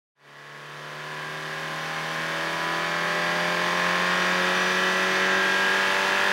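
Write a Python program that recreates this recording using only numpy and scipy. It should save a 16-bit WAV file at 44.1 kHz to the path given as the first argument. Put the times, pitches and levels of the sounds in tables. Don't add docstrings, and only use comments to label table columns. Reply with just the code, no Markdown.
import sys
import numpy as np
from scipy import signal
from scipy.fft import rfft, irfft, next_fast_len
from scipy.io import wavfile
from scipy.ndimage import map_coordinates

SR = 44100
rng = np.random.default_rng(int(sys.argv[2]) if len(sys.argv) > 2 else 0)


def inscribe(sig):
    pcm = np.round(np.clip(np.atleast_2d(sig).T, -1, 1) * 32767)
    wavfile.write(sys.argv[1], SR, pcm.astype(np.int16))


N = 278712
TIME = np.arange(N) / SR
CHANGEOVER_S, CHANGEOVER_TAKES_S, SURGE_S = 2.41, 0.051, 0.06


def engine_orders(cycle, cycle_hz):
    # (order [multiple of the cycle rate], level [dB])
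    orders = [(6, -22), (7, -23.5), (8, -13), (9, -29), (10, -16.5), (11, -24.5), (12, -12.5), (13, -24),
              (14, -15), (15, -18.0), (16, -15), (17, -18), (18, -16), (19, -11.5), (20, -19.5), (21, -12),
              (22, -20.5), (23, -14.5), (24, -22), (25, -14.5), (26, -17), (27, -21.5), (28, -15.5),
              (29, -15.5), (30, -12), (31, -31), (32, -15.5), (33, -25), (34, -16.5), (35, -22),
              (36, -18.5), (37, -25), (38, -21), (39, -25.5), (40, -18), (41, -23.5), (42, -19), (43, -25),
              (44, -20.5), (45, -23), (46, -21), (47, -24), (48, -26.5), (49, -22.5), (50, -25), (51, -19),
              (52, -18), (53, -25), (54, -19.5), (55, -20), (56, -15)]
    # (order [multiple of the cycle rate], gain [dB])
    low_rev_tone = [(6, 7.5), (8, -1.5), (10, -4.5), (13, 11.5), (15, -10), (26, 2), (27, 12.5), (28, -10),
                    (30, -3.5), (31, 15), (38, 9), (52, -6)]
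    # (frequency [Hz], width [Hz], gain [dB])
    exhaust = [(330.2, 14, 5), (441, 12, 3.5), (468, 12, -13), (499, 8.9, -12), (652, 39, 5.5),
               (796.5, 22, 14), (850, 22, 7), (997, 33, 14), (1068, 45, 13), (1404, 28, -8), (1463, 19, 5),
               (1586, 20, -15), (1587, 22, 6), (1888, 33, 6.5)]
    mounts = [(386.7, 24, 10), (604.7, 29, 10), (770, 43, 7), (986, 26, 7.5), (1031, 20, 2.5),
              (1100, 37, 9), (1163, 55, 5.5), (1263, 84, 15.5), (1293, 270, -12.5), (1623, 38, 6),
              (1790, 13, 6), (1867, 55, 8.5), (1993, 80, 16.5), (2000, 28, -19)]
    intake = [(331, 12, 6.5), (388.5, 37, 13), (520, 20, -26), (752, 44, -6), (882, 39, -14),
              (977, 20, -19), (1036, 30, -10.5), (1096, 86, -4.5), (1463, 33, 11), (1510, 13, -6),
              (1560, 19, 5), (1718, 91, 7), (1930, 11, -9)]
    low_rev_db, before = dict(low_rev_tone), 1 - changeover()
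    sweep_hz = np.linspace(cycle_hz.min(), cycle_hz.max(), 400)
    tones, phase = np.zeros(N), 0
    for order, db in orders:
        path = intake if order % 2 else mounts if order % 4 else exhaust
        level_db = db + np.interp(cycle_hz, sweep_hz, resonance_db(path, order * sweep_hz))
        level_db += before * low_rev_db.get(order, 0) + 1.32 * wobble(rate=7)
        if 32 < order < 48:
            phase += 2.31 * rng.standard_normal()
            level_db += 2.5 * surge()
        else:
            phase += 2.3 * order + 0.52 * rng.standard_normal()
        drift = 0.66 * wobble(rate=1.482)
        tones += amp(level_db) * np.cos(2 * np.pi * order * cycle + phase + drift)
    return coloured(np.sqrt(2) * tones, body_db)


def firing_note(cycle):
    # (time [s], level [dB])
    boom = [(0.2, -37), (0.55, -34.5), (1.3, -34.5), (2.0, -36), (2.6, -38.5), (3.15, -37), (4.15, -36),
            (5.35, -38.5), (5.9, -42.5), (6.3, -42.8)]
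    note = amp(-0.5 * wobble(rate=11)) * np.sin(2 * np.pi * 4 * cycle)
    third_order = amp(-30) * np.sin(2 * np.pi * 3 * cycle)
    return amp(over_time(boom)) * np.sqrt(2) * (note + third_order)


def throb(cycle, firing_db, uneven_db):
    angle = 2 * np.pi * cycle
    return unit(amp(firing_db * np.cos(4 * angle) + uneven_db * np.cos(angle)))


def changeover():
    return np.clip((TIME - CHANGEOVER_S) / CHANGEOVER_TAKES_S + 0.5, 0, 1)


def surge():
    return swell(CHANGEOVER_S + SURGE_S, SURGE_S)


def intake_roar(pulsing):
    # (frequency [Hz], relative level [dB])
    spectrum = [(120, -21.5), (250, -8), (380, -3), (700, -3), (1200, 0.5), (2000, 0.5), (3100, -2.5),
                (4000, -7.5), (5000, -9.5), (6300, -12), (7800, -19.5), (12000, -34.5)]
    noise = pulsing * rng.standard_normal(N)
    return unit(coloured(noise, lambda hz: over_frequency(spectrum, hz) + 0.31 * body_db(hz)))


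def valve_clatter(cycle, pulsing, t60_s, wet):
    # (frequency [Hz], relative level [dB])
    spectrum = [(1700, -61), (2200, 2.5), (2600, 1.5), (3400, -4.5), (4200, -5), (5200, -13), (6500, -16),
                (8000, -34.5), (14000, -46)]
    pattern = irfft(np.exp(2j * np.pi * rng.random(320)), 8192)
    rattle = pulsing * np.interp(cycle % 1, np.linspace(0, 1, len(pattern)), pattern)
    t = TIME[:SR // 4]
    tail = rng.standard_normal(len(t)) * amp(-60 * t / t60_s)
    rattle += wet * signal.fftconvolve(rattle, tail / np.linalg.norm(tail))[:N]
    return unit(coloured(rattle, lambda hz: over_frequency(spectrum, hz) + body_db(hz)))


def gear_whine(cycle, cycle_hz):
    # (multiple of the cycle rate, level [dB], resonance [Hz], width [Hz], gain [dB])
    gears = [(4.75, -31, 202, 16, 12), (36.5, -26, 1530, 200, 7), (51.5, -25, 2400, 300, 8),
             (60.83, -31, 2930, 180, 13), (109.5, -29, 4700, 320, 11), (127.75, -29, 5910, 420, 11),
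             (146.08, -31, 5780, 400, 8)]
    sway = 0.0011 * np.sin(2 * np.pi * 0.917 * cycle)
    tones = np.zeros(N)
    for multiple, db, *resonance in gears:
        level_db = db + resonance_db([resonance], multiple * cycle_hz) + 2 * wobble(rate=6.9)
        slip = 0.00062 * wobble(rate=39)
        tones += amp(level_db) * np.sin(2 * np.pi * multiple * (cycle + slip + sway))
    return coloured(np.sqrt(2) * tones, body_db)


def body_db(hz):
    # (frequency [Hz], width [Hz], gain [dB])
    modes = [(372.7, 35, 8.5), (552, 125, 7.5), (874, 44, 7.5), (1041, 117, 10.5), (1151, 29, 6.5),
             (1327, 59, 7), (1425, 53, 7.5), (1610, 83, 11.5), (1728, 147, 12), (1930, 120, 9.5),
             (2160, 17, 12), (2670, 33, 2), (3062, 30, 10), (3585, 96, 11), (4580, 290, 5.5),
             (5880, 150, 5.5)]
    return resonance_db(modes, hz)


def stereo_spread(engine):
    # (frequency [Hz], side relative to mid [dB])
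    width = [(150, -37), (500, -38), (1000, -55), (2000, -43), (4000, -72)]
    response = unit(rng.standard_normal(1024)) / np.sqrt(1024)
    decorrelated = signal.fftconvolve(engine, response)[:N]
    side = coloured(decorrelated, lambda hz: over_frequency(width, hz))
    return np.array([engine + side, engine - side])


def road_rumble():
    # (frequency [Hz], relative level [dB])
    spectrum = [(15, -14), (30, -8), (50, -9), (70, -3.5), (100, -4.5), (140, 3.5), (220, 3.5), (400, -11),
                (1000, -29)]
    # (frequency [Hz], side relative to mid [dB])
    width = [(25, -2), (60, -11), (150, -24)]
    return stereo_noise(spectrum, width)


def air_hiss(cycle):
    # (frequency [Hz], relative level [dB])
    spectrum = [(2000, -29), (6000, -5.5), (9000, 3), (12500, -1.5), (15500, -9)]
    # (frequency [Hz], side relative to mid [dB])
    width = [(4000, -37), (8000, -9.5), (12000, -8.5), (15000, -1)]
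    # (time [s], level [dB])
    envelope = [(0.3, -47.5), (1.8, -47), (2.6, -48), (4.2, -51), (5.0, -49.5), (6.3, -48.5)]
    # (time [s], half length [s], gain [dB])
    lulls = [(2.93, 0.13, -2), (5.32, 0.12, -4)]
    level_db = over_time(envelope) + sum(db * swell(at_s, half_s) for at_s, half_s, db in lulls)
    return amp(level_db) * throb(cycle, firing_db=0.5, uneven_db=0.5) * stereo_noise(spectrum, width)


def stereo_noise(spectrum, width):
    mid = coloured(rng.standard_normal(N), lambda hz: over_frequency(spectrum, hz))
    side = coloured(rng.standard_normal(N),
                    lambda hz: over_frequency(spectrum, hz) + over_frequency(width, hz))
    return unit(np.array([mid + side, mid - side]))


def resonance_db(resonances, hz):
    return sum(db / (1 + (2 * (hz - centre) / width) ** 2) for centre, width, db in resonances)


def coloured(x, gain_db):
    size = next_fast_len(N + SR // 4)
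    hz = np.fft.rfftfreq(size, 1 / SR)
    return irfft(rfft(x, size) * amp(gain_db(hz)), size)[..., :N]


def amp(db):
    return 10 ** (np.asarray(db) / 20)


def unit(x):
    return x / np.sqrt(np.mean(x ** 2) + 1e-20)


def over_frequency(points, hz):
    knots_hz, values = np.transpose(points)
    return np.interp(np.log(hz + 1), np.log(knots_hz + 1), values)


def over_time(points):
    return np.interp(TIME, *np.transpose(points))


def wobble(rate):
    coarse = TIME[::64]
    curve = map_coordinates(rng.standard_normal(1024), [coarse * rate], mode="wrap")
    return np.interp(TIME, coarse, curve)


def swell(at_s, half_s):
    return np.exp(-((TIME - at_s) / half_s) ** 2)


def scene():
    # (time [s], firing rate [Hz])
    speed = [(0.0, 141.3), (0.8, 148.8), (1.5, 155.6), (2.3, 162.6), (3.2, 171.0), (4.2, 179.8),
             (4.8, 185.1), (5.35, 189.3), (6.05, 193.9), (6.32, 196.2)]
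    cycle_hz = over_time(speed) / 4
    cycle = np.cumsum(cycle_hz) / SR + 0.0004 * wobble(rate=22)
    throttle_db = -32 + 0.18 * TIME
    noise_db = 0.87 * (1 - changeover()) + surge()
    clatter_db = noise_db - 4.5 + 0.4744 * TIME
    pulsing = throb(cycle, firing_db=2, uneven_db=0.5)
    engine = amp(-0.42) * engine_orders(cycle, cycle_hz)
    engine += amp(noise_db + 1.5) * intake_roar(pulsing)
    engine += amp(clatter_db) * valve_clatter(cycle, pulsing, t60_s=0.21, wet=1.65)
    engine += amp(-0.5) * gear_whine(cycle, cycle_hz)
    engine = amp(throttle_db) * engine + firing_note(cycle)
    road = amp(throttle_db - 18) * road_rumble()
    air = air_hiss(cycle)
    return stereo_spread(engine) + road + air


def record(dry):
    whistle_hz, top_hz = 15625, 15850
    fade_start_s, fade_full_s = 0.05, 4.23
    whistle = amp(-65) * np.sin(2 * np.pi * whistle_hz * TIME)
    opening = np.clip((TIME - 0.15) / 0.13, 0, 1)
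    fade = np.clip((TIME - fade_start_s) / (fade_full_s - fade_start_s), 0, 1)
    return coloured((dry + whistle) * opening * fade, lambda hz: np.where(hz < top_hz, 0, -120))


dry = scene()
out = record(dry)
inscribe(out)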